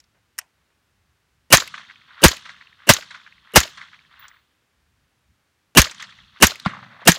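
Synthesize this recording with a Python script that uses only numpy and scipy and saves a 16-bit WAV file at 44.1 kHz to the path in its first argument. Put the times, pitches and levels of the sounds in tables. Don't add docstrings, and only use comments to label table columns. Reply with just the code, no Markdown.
import sys
import numpy as np
from scipy import signal
from scipy.fft import rfft, irfft
from scipy.io import wavfile
from scipy.ndimage import uniform_filter1d

SR = 44100
rng = np.random.default_rng(int(sys.argv[2]) if len(sys.argv) > 2 else 0)


def store_pcm(level_fs):
    pcm = np.round(np.clip(level_fs, -1, 1) * 32767).astype(np.int16)
    wavfile.write(sys.argv[1], SR, np.atleast_2d(pcm).T)


def invert_db(x):
    u = np.asarray(x, float) / 20
    return 10 ** u


N = 316638


def add(out, s, x):
    i = int(s * SR)
    out[i:i + len(x)] += x[:max(N - i, 0)]


def times(seconds):
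    return np.arange(int(seconds * SR)) / SR


def fade(t, t60):
    return invert_db(-60 * np.maximum(t, 0) / t60)


def band(x, hz, width_hz, order=3):
    edges = np.clip([hz - width_hz / 2, hz + width_hz / 2], 20, .45 * SR)
    y = signal.sosfilt(signal.butter(order, edges, "bandpass", fs=SR, output="sos"), x)
    return y / np.sqrt(np.mean(y ** 2))


def clumps(n, spread_db, hold=180):
    steps = np.repeat(rng.standard_normal(n // hold + 1), hold)[:n]
    return invert_db(spread_db * uniform_filter1d(steps, hold // 2))


def grit(n, scatter_db, share):
    grain_db = scatter_db * np.minimum(rng.exponential(size=n), 6.5)
    grains = rng.standard_normal(n) * invert_db(grain_db)
    smooth = rng.standard_normal(n)
    return clumps(n, 3.0) * (share * grains / grains.std() + (1 - share) * smooth)


def layers(humps, scatter_db, share):
    out = 0
    for hz, width_hz, db in humps:
        order = 2 if hz > 5000 else 3
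        out = out + invert_db(db) * band(grit(len(db), scatter_db, share), hz, width_hz, order)
    return out


def swells(t, rows):
    power = 0
    for s, db, rise_s, t60 in rows:
        rise = np.exp(-(np.minimum(t - s, 0) / rise_s) ** 2)
        power = power + (invert_db(db) * rise * fade(t - s, t60)) ** 2
    return 10 * np.log10(power + 1e-18)


def knock(zones, rise_s=0.0008, length=.08):
    t = times(length)
    y = 0
    for hz, width_hz, db, t60 in zones:
        y = y + invert_db(db) * band(rng.standard_normal(len(t)), hz, width_hz) * fade(t, t60)
    y = y * (1 - np.exp(-(t / rise_s) ** 2))
    return y / np.max(np.abs(y))


def tick(hz, t60, top_db):
    return knock([(hz, 0.49 * hz, 0, t60), (3500, 4500, -6, 1.1 * t60), (8500, 9000, top_db, 0.25 * t60)])


def ring(modes, length=.06, blow_s=0.0004):
    t = times(length)
    y = sum(invert_db(db) * np.sin(2 * np.pi * hz * t) * fade(t, t60) for hz, db, t60 in modes)
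    blow = rng.standard_normal(400) * np.exp(-t[:400] / blow_s)
    y = signal.fftconvolve(y, blow)[:len(t)]
    return y / np.max(np.abs(y))


def jet(bands, plateau_s):
    t = times(.25)
    out = 0
    for hz, db, t60 in bands:
        hold_s = plateau_s * (hz / 1400) ** -.25
        out = out + invert_db(db) * band(rng.standard_normal(len(t)), hz, 0.69 * hz) * fade(t - hold_s, t60)
    return out


# pitch in Hz, level in dB per Hz.
AIR_TONE = [(20, -26), (65, 0.44), (200, -12), (636, -19), (1560, -15.5), (3730, -22), (11400, -32),
            (15500, -35)]


def air():
    f = np.maximum(np.fft.rfftfreq(N, 1 / SR), 1)
    hz, db = np.transpose(AIR_TONE)
    y = irfft(rfft(rng.standard_normal(N)) * invert_db(np.interp(np.log(f), np.log(hz), db)), N)
    low = signal.sosfilt(signal.butter(2, 250, fs=SR, output="sos"), y)
    gust = uniform_filter1d(np.repeat(rng.standard_normal(N // 4000 + 1), 4000)[:N], 4000)
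    y = y + low * (invert_db(4.8 * gust) - 1)
    return y * invert_db(-67.5) / y.std()


# start in seconds, peak in dB, ring in Hz, treble in dB.
STRAY_TICKS = [(0.0014, -33.5, 5950, -2), (0.0394, -48, 4500, -4), (0.4135, -32, 2500, -6),
               (2.1987, -37, 3662, -30), (3.008, -22, 3280, -10), (4.1894, -60, 4590, -14),
               (4.2808, -29, 6100, -9), (4.2864, -59, 5440, -19), (5.8962, -20, 3240, -11.5),
               (5.911, -20, 6560, -17), (5.9456, -28, 5770, -15), (6.0237, -16.5, 5430, -4),
               (6.3864, -41, 2940, -9.5), (6.598, -19.5, 4340, -3)]


def stray_ticks(out):
    for s, db, hz, top_db in STRAY_TICKS:
        add(out, s, invert_db(db - 7.0) * tick(hz, 0.027, top_db))


# start in seconds, peak in dB.
BRUSHES = [(0.144, -56.5), (0.168, -58), (0.569, -64), (0.609, -62), (0.699, -55.5)]


def cloth(out):
    for s, db in BRUSHES:
        add(out, s, invert_db(db - 3.0) * knock([(1100, 1500, 2, 0.13), (2300, 1900, -4, .1)], rise_s=0.0029))


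# start in seconds, peak in dB.
LEVER_HITS = [
    (.3805, -29),
    (.387, -10.5),
    (.391, -25),
]
# pitch in Hz, width in Hz, level in dB, time to fade 60 dB in seconds.
LEVER_RING = [(1230, 910, -8.5, 0.024), (1910, 480, 0.5, 0.02), (2770, 700, -11, 0.039),
              (4230, 1000, -17.5, 0.029), (5730, 840, -4, 0.025), (6420, 2550, 0, 0.019),
              (9120, 1700, -6.5, 0.026), (12760, 3000, -4, 0.017)]
# pitch in Hz, width in Hz, level in dB, time to fade 60 dB in seconds.
LEVER_SCRAPE = [(850, 430, -3.5, 0.22), (2000, 1500, -2, 0.19), (4000, 2500, -8, .12),
                (7000, 4000, -5, 0.15)]


def safety_lever(out):
    for s, db in LEVER_HITS:
        add(out, s, invert_db(db) * knock(LEVER_RING, rise_s=.0004))
    snap_s = LEVER_HITS[1][0]
    add(out, snap_s, invert_db(-45) * knock(LEVER_SCRAPE, rise_s=.012, length=.16))


# start in seconds, overload in dB, time the gas holds in seconds,
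# extra low body in dB, echo level in dB.
SHOTS = [
    (1.525, 12, 0.011, -5.4, 1.5),
    (2.2378, 9.5, 0.011, 1.83, -0.5),
    (2.891, 8, 0.0092, -0.14, -1.5),
    (3.5585, 8.5, 0.01, -4, -1),
    (5.7724, 10.5, 0.012, -3, 0),
    (6.4242, 8, 0.01, 1.5, -1.5),
    (7.075, 6, 0.012, -0.5, 0.6),
]
# pitch in Hz, width in Hz, level at the blast in dB, rise up to it in dB.
LEAD_HISS = [(354, 370, -16, 28), (1250, 2200, -24, 18.5), (2840, 300, -19.5, 24), (5900, 7300, -32, 9),
             (12000, 4500, -39.5, 9)]
LEAD_HISS_DB = [1, 1.8, -1.2, 0, 5, -1, -0.9]


def lead_hiss(out):
    lead_s = .0225
    t = np.linspace(-1, 0, int(lead_s * SR))
    for shot, db in zip(SHOTS, LEAD_HISS_DB):
        y = 0
        for hz, width_hz, top_db, rise_db in LEAD_HISS:
            noise = clumps(len(t), 5.7) * rng.standard_normal(len(t))
            y = y + invert_db(top_db + rise_db * t) * band(noise, hz, width_hz)
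        add(out, shot[0] - lead_s, invert_db(db) * y)


# pitch in Hz, level in dB, time to fade 60 dB in seconds.
RIFLE_JET = [(136, -9.5, 0.023), (300, -7, 0.032), (715, -4.5, 0.041), (1440, -3.5, 0.073),
             (2290, -2, 0.08), (4860, -3.5, .1), (6880, -6, 0.079), (11500, -4, 0.063)]


def blasts(out):
    for s, over_db, plateau_s, body_db, _ in SHOTS:
        bands = [(hz, db + body_db * (hz < 500), t60) for hz, db, t60 in RIFLE_JET]
        add(out, s, invert_db(over_db - 11) * jet(bands, plateau_s))


# level in dB, pitch in Hz.
SWINGS = [(-19, 55), (-0.5, 66), (-17, 70), (-6.5, 64), (-1, 62), (-6.5, 75), (-8, 170)]
SWING_LAGS_S = [.026, .0195, .0225, .0195, .0205, .0155, .0195]


def recovery():
    out, t = np.zeros(N), times(.25)
    flutter_s = .012
    lead = t[t < flutter_s] - flutter_s
    shudder = invert_db(-7) * np.sin(2 * np.pi * 225 * lead) * np.sqrt(1 + lead / flutter_s)
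    for shot, lag_s, (db, hz) in zip(SHOTS, SWING_LAGS_S, SWINGS):
        swing = np.sin(2 * np.pi * hz * t) * fade(t, 0.071)
        add(out, shot[0] + lag_s - flutter_s, -invert_db(db) * np.r_[shudder, swing])
    return signal.sosfilt(signal.butter(1, 22, "highpass", fs=SR, output="sos"), out)


# start in seconds, peak in dB, lower ring in dB, rattle in dB.
CLACKS = [(1.57, -1, -7, -22.5), (2.2813, -4.5, -6.5, -23.5), (2.9357, -5, -10.5, -26),
          (3.6022, -7, -5, -24.5), (5.8169, -0.8, -5, -24), (6.4683, -4, -17, -25), (7.1175, -3, -7, -26)]
# pitch in Hz, width in Hz, level in dB, time to fade 60 dB in seconds.
BOLT_RING = [(6610, 1200, 0.5, 0.018), (12500, 2000, -4.5, 0.0091), (8900, 9400, -8.5, 0.019),
             (4270, 9800, -10, 0.011)]
# pitch in Hz, width in Hz, level in dB,
# time to fade 60 dB in seconds.
FRAME_RING = [(1760, 330, -1.5, 0.044), (3020, 1700, 3.5, 0.017)]


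def bolt_clacks(out):
    bolt_zones = [(hz, w, db, t60 * 0.71) for hz, w, db, t60 in BOLT_RING]
    for s, db, low_db, _ in CLACKS:
        bolt = knock(bolt_zones, rise_s=.0012)
        add(out, s, invert_db(db) * (bolt + invert_db(low_db) * knock(FRAME_RING)))


# delay after the clack in seconds, level in dB, rise in seconds,
# time to fade 60 dB in seconds.
RATTLE = [
    (.008, 2.2, .004, 0.069),
    (.034, -2.7, .008, 0.059),
    (.055, -12, 0.013, 0.15),
    (0.098, -20, 0.041, 0.12),
]


def bolt_rattle(out):
    t = times(.25)
    for s, _, _, rattle_db in CLACKS:
        db = rattle_db + swells(t, RATTLE)
        top = db - 5 - 71.5 * t
        humps = [(1700, 1500, db - 5.0), (3960, 2600, db - 2.5), (6800, 1200, top),
                 (11950, 6300, top - 9.5), (408.8, 1000, db - 13.5)]
        add(out, s, layers(humps, 3.5, 0.11))


# ring in Hz, time to fade 60 dB in seconds, treble in dB.
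HOME = (3800, 0.028, -23)
LATCH = (1360, 0.021, -16)
SETTLE = (1830, 0.037, -20)
TRIGGER = (2550, 0.022, 2.5)
# start in seconds, peak in dB.
HOMES = [(1.601, -10.5), (2.3156, -11.5), (2.9652, -12.5), (3.6323, -10.5), (5.8417, -11.5), (6.5072, -14),
         (7.1462, -30), (7.159, -13.5)]
LATCHES = [(1.62, -17), (2.3292, -19), (2.9837, -22), (3.652, -27), (5.8561, -15), (6.518, -19.5)]
SETTLES = [(1.6326, -27), (2.3436, -27), (3.023, -24), (5.8684, -19.5), (5.9154, -24), (6.0074, -31)]
TRIGGER_TICKS = [(1.6754, -19), (1.6793, -25), (2.2054, -42), (2.3682, -24.5), (3.5194, -38), (3.6759, -24),
                 (6.5557, -22.5)]
# pitch in Hz, width in Hz, level in dB, time to fade 60 dB in seconds.
LATCH_THUD = [(590, 130, -.1, 0.025)]


def bolt_parts(out):
    for part, blows in ((HOME, HOMES), (LATCH, LATCHES), (SETTLE, SETTLES), (TRIGGER, TRIGGER_TICKS)):
        for s, db in blows:
            add(out, s, invert_db(db - 4.0) * tick(*part))
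    for s, *_ in SHOTS:
        add(out, s + .091, invert_db(-33.5) * knock(LATCH_THUD, rise_s=0.002))


# delay in seconds, level in dB, rise in seconds,
# time to fade 60 dB in seconds.
SLOPES = [
    [(.218, -36.5, 0.0034, 0.15), (.255, -39, 0.0039, 0.2), (.385, -50, 0.021, 0.094),
     (.57, -53.5, 0.022, .15), (.62, -52.5, .05, .4), (.69, -46, .05, .3), (.8, -57.5, .04, 0.26)],
    [(.23, -36.5, 0.0049, 0.16), (.27, -41.5, .012, 0.089), (.33, -52, 0.027, .15), (.42, -55, 0.019, .1),
     (.6, -52.5, .03, .2)],
    [(.04, -39, 0.014, 0.5), (.17, -42, 0.0036, 0.13), (.29, -48.5, 0.05, 0.26), (.36, -45.5, 0.02, 0.19)],
]
# delay in seconds, level in dB, rise in seconds,
# time to fade 60 dB in seconds.
BRUSH = [
    (0.17, -53, .05, 1.9),
    (.2, -52, 0.065, 2),
    (0.036, -50.5, 0.017, 3.15),
]
# pitch in Hz, level in dB.
UPPER_HUMP = [(2750, -7), (3400, -1.5), (4100, -4.5), (4900, -10), (5900, -8.5), (7200, -13.5), (9000, -18)]
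SLOPE_UPPER_DB = [-7, -3, -15.5]
BRUSH_UPPER_DB = [1.5, 1.5, -18.5]
BRUSH_LOWS_DB = [-9.5, -8, -12.5]
LOW_ECHO_DB = [-23, -20.5, -8.5]
TREBLE_DB = [-1.9, -1.4, -16]
# start in seconds, peak in dB, ring in Hz.
ROCKS_FIRST = [(3.775, -33, 1680), (3.78, -32, 1600), (3.784, -35, 2450), (3.814, -23, 1760),
               (3.828, -33, 1600), (3.865, -37.5, 1650), (3.883, -38.5, 2060), (3.931, -31, 1860),
               (3.942, -33.5, 1940), (3.991, -35, 2300), (4.048, -41, 2190), (4.125, -49, 1700),
               (4.14, -37.5, 1580), (4.198, -45.5, 1695), (4.214, -39, 1529), (4.226, -34, 1610),
               (4.242, -35.5, 1357), (4.257, -38.5, 1660), (4.313, -35.5, 1700)]
ROCKS_SECOND = [(6.011, -39, 1820), (6.025, -21, 1910), (6.038, -33, 1920), (6.091, -35.5, 1426),
                (6.122, -37, 2130), (6.186, -35, 1900), (6.193, -47, 1760), (6.37, -37, 1615)]
ROCKS_FAR = [(6.707, -29, 2300), (6.734, -22.5, 1140), (6.749, -29, 1140), (6.768, -27.5, 1150),
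             (6.789, -31, 1090), (6.828, -29.5, 1030), (6.862, -38, 1050), (6.944, -39, 1010),
             (6.964, -38, 1140), (6.994, -37, 1110), (7.018, -35, 710), (7.027, -32, 1100)]
TAIL_SOURCE_S = [3.559, 5.772, 6.66]


def shift(rows, by_db):
    return [(s, db + by_db, rise_s, t60) for s, db, rise_s, t60 in rows]


def tail(k):
    t = times(1.2)
    slopes, brush = SLOPES[k], [BRUSH[k]]
    lower = swells(t, slopes + brush)
    upper = swells(t, shift(slopes, SLOPE_UPPER_DB[k]) + shift(brush, BRUSH_UPPER_DB[k]))
    loss = 24.5 * np.maximum(t - BRUSH[k][0], 0)
    humps = [(1585, 1100, lower), (167.0, 130, swells(t, brush) + BRUSH_LOWS_DB[k]),
             (750, 450, lower + LOW_ECHO_DB[k])]
    for hz, db in UPPER_HUMP:
        level = upper + db + TREBLE_DB[k] * (hz > 4500) - loss * ((hz / 5000) ** 2 - .45)
        humps.append((hz, 0.2 * hz, level))
    out = layers(humps, 1.6, 0.94) * np.clip((t[-1] - t) / 0.23, 0, 1)
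    for s, db, hz in (ROCKS_FIRST, ROCKS_SECOND, ROCKS_FAR)[k]:
        rock = knock([(hz, .42 * hz, 0, .012), (3699.5, 2200.0, -6.5, .003)], rise_s=0.0024)
        add(out, s - TAIL_SOURCE_S[k], invert_db(db - 3.0) * rock)
    return out


TAIL_OF_SHOT = [0, 0, 0, 0, 1, 1]


def echoes(out):
    for shot, k in zip(SHOTS, TAIL_OF_SHOT):
        add(out, shot[0], invert_db(shot[-1]) * tail(k))


# start in seconds, peak in dB.
CASE_HITS = [(4.1949, -42), (3.63, -50)]
# pitch in Hz, level in dB, time to fade 60 dB in seconds.
CASE_RING = [(15180, 5, 0.16), (15100, -2, 0.14), (15200, -3, 0.5)]


def spent_cases(out):
    for s, db in CASE_HITS:
        add(out, s, invert_db(db) * ring(CASE_RING, length=.4))


# start in seconds, peak in dB.
FAR_GUN = [
    (6.66, -5),
]
# pitch in Hz, level in dB, time to fade 60 dB in seconds.
FAR_JET = [(159, 4.5, 0.085), (246, -11.5, 0.17), (565, -4.5, 0.04), (1080, 1.5, 0.058), (1700, 5.5, 0.063),
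           (3480, -3.5, 0.063), (7000, -20.5, 0.036)]


def far_gun(out):
    s, db = FAR_GUN[0]
    t = times(0.045)
    add(out, s - .007, invert_db(db - 20.5) * knock([(1500, 590, 0, 0.0091)]))
    crack = np.sin(2 * np.pi * 1250 * t) * fade(t, 0.0063) * np.minimum(t / 0.00057, 1)
    add(out, s + 0.00098, -invert_db(db + 5.0) * crack)
    add(out, s + .0037, -invert_db(db - .1) * crack)
    add(out, s + 0.00472, invert_db(db - 7.5) * np.sin(2 * np.pi * 190 * t) * fade(t, 0.039))
    add(out, s, invert_db(db - 20.0) * jet(FAR_JET, 0.0015))
    t = times(.5)
    roll = band(rng.standard_normal(len(t)), 165, 120) * fade(t, 1.2) * np.minimum(t / 0.026, 1)
    add(out, s + 0.026, invert_db(db - 39.5) * roll)
    add(out, s, tail(2))


def scene():
    out = air()
    for source in (stray_ticks, cloth, safety_lever, lead_hiss, blasts, bolt_clacks, bolt_rattle,
                   bolt_parts, echoes, spent_cases, far_gun):
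        source(out)
    return out[None]


def band_limit(x):
    return signal.sosfilt(signal.butter(12, 16800, fs=SR, output="sos"), x)


def record(dry):
    x = signal.sosfilt(signal.butter(2, 42, "highpass", fs=SR, output="sos"), dry)
    x = np.clip(x, -1.1, 1.1) + recovery()
    x = signal.sosfilt(signal.ellip(8, .2, 60, 15800, fs=SR, output="sos"), x)
    return band_limit(np.clip(x, -1, 1))


dry = scene()
out = record(dry)
store_pcm(out)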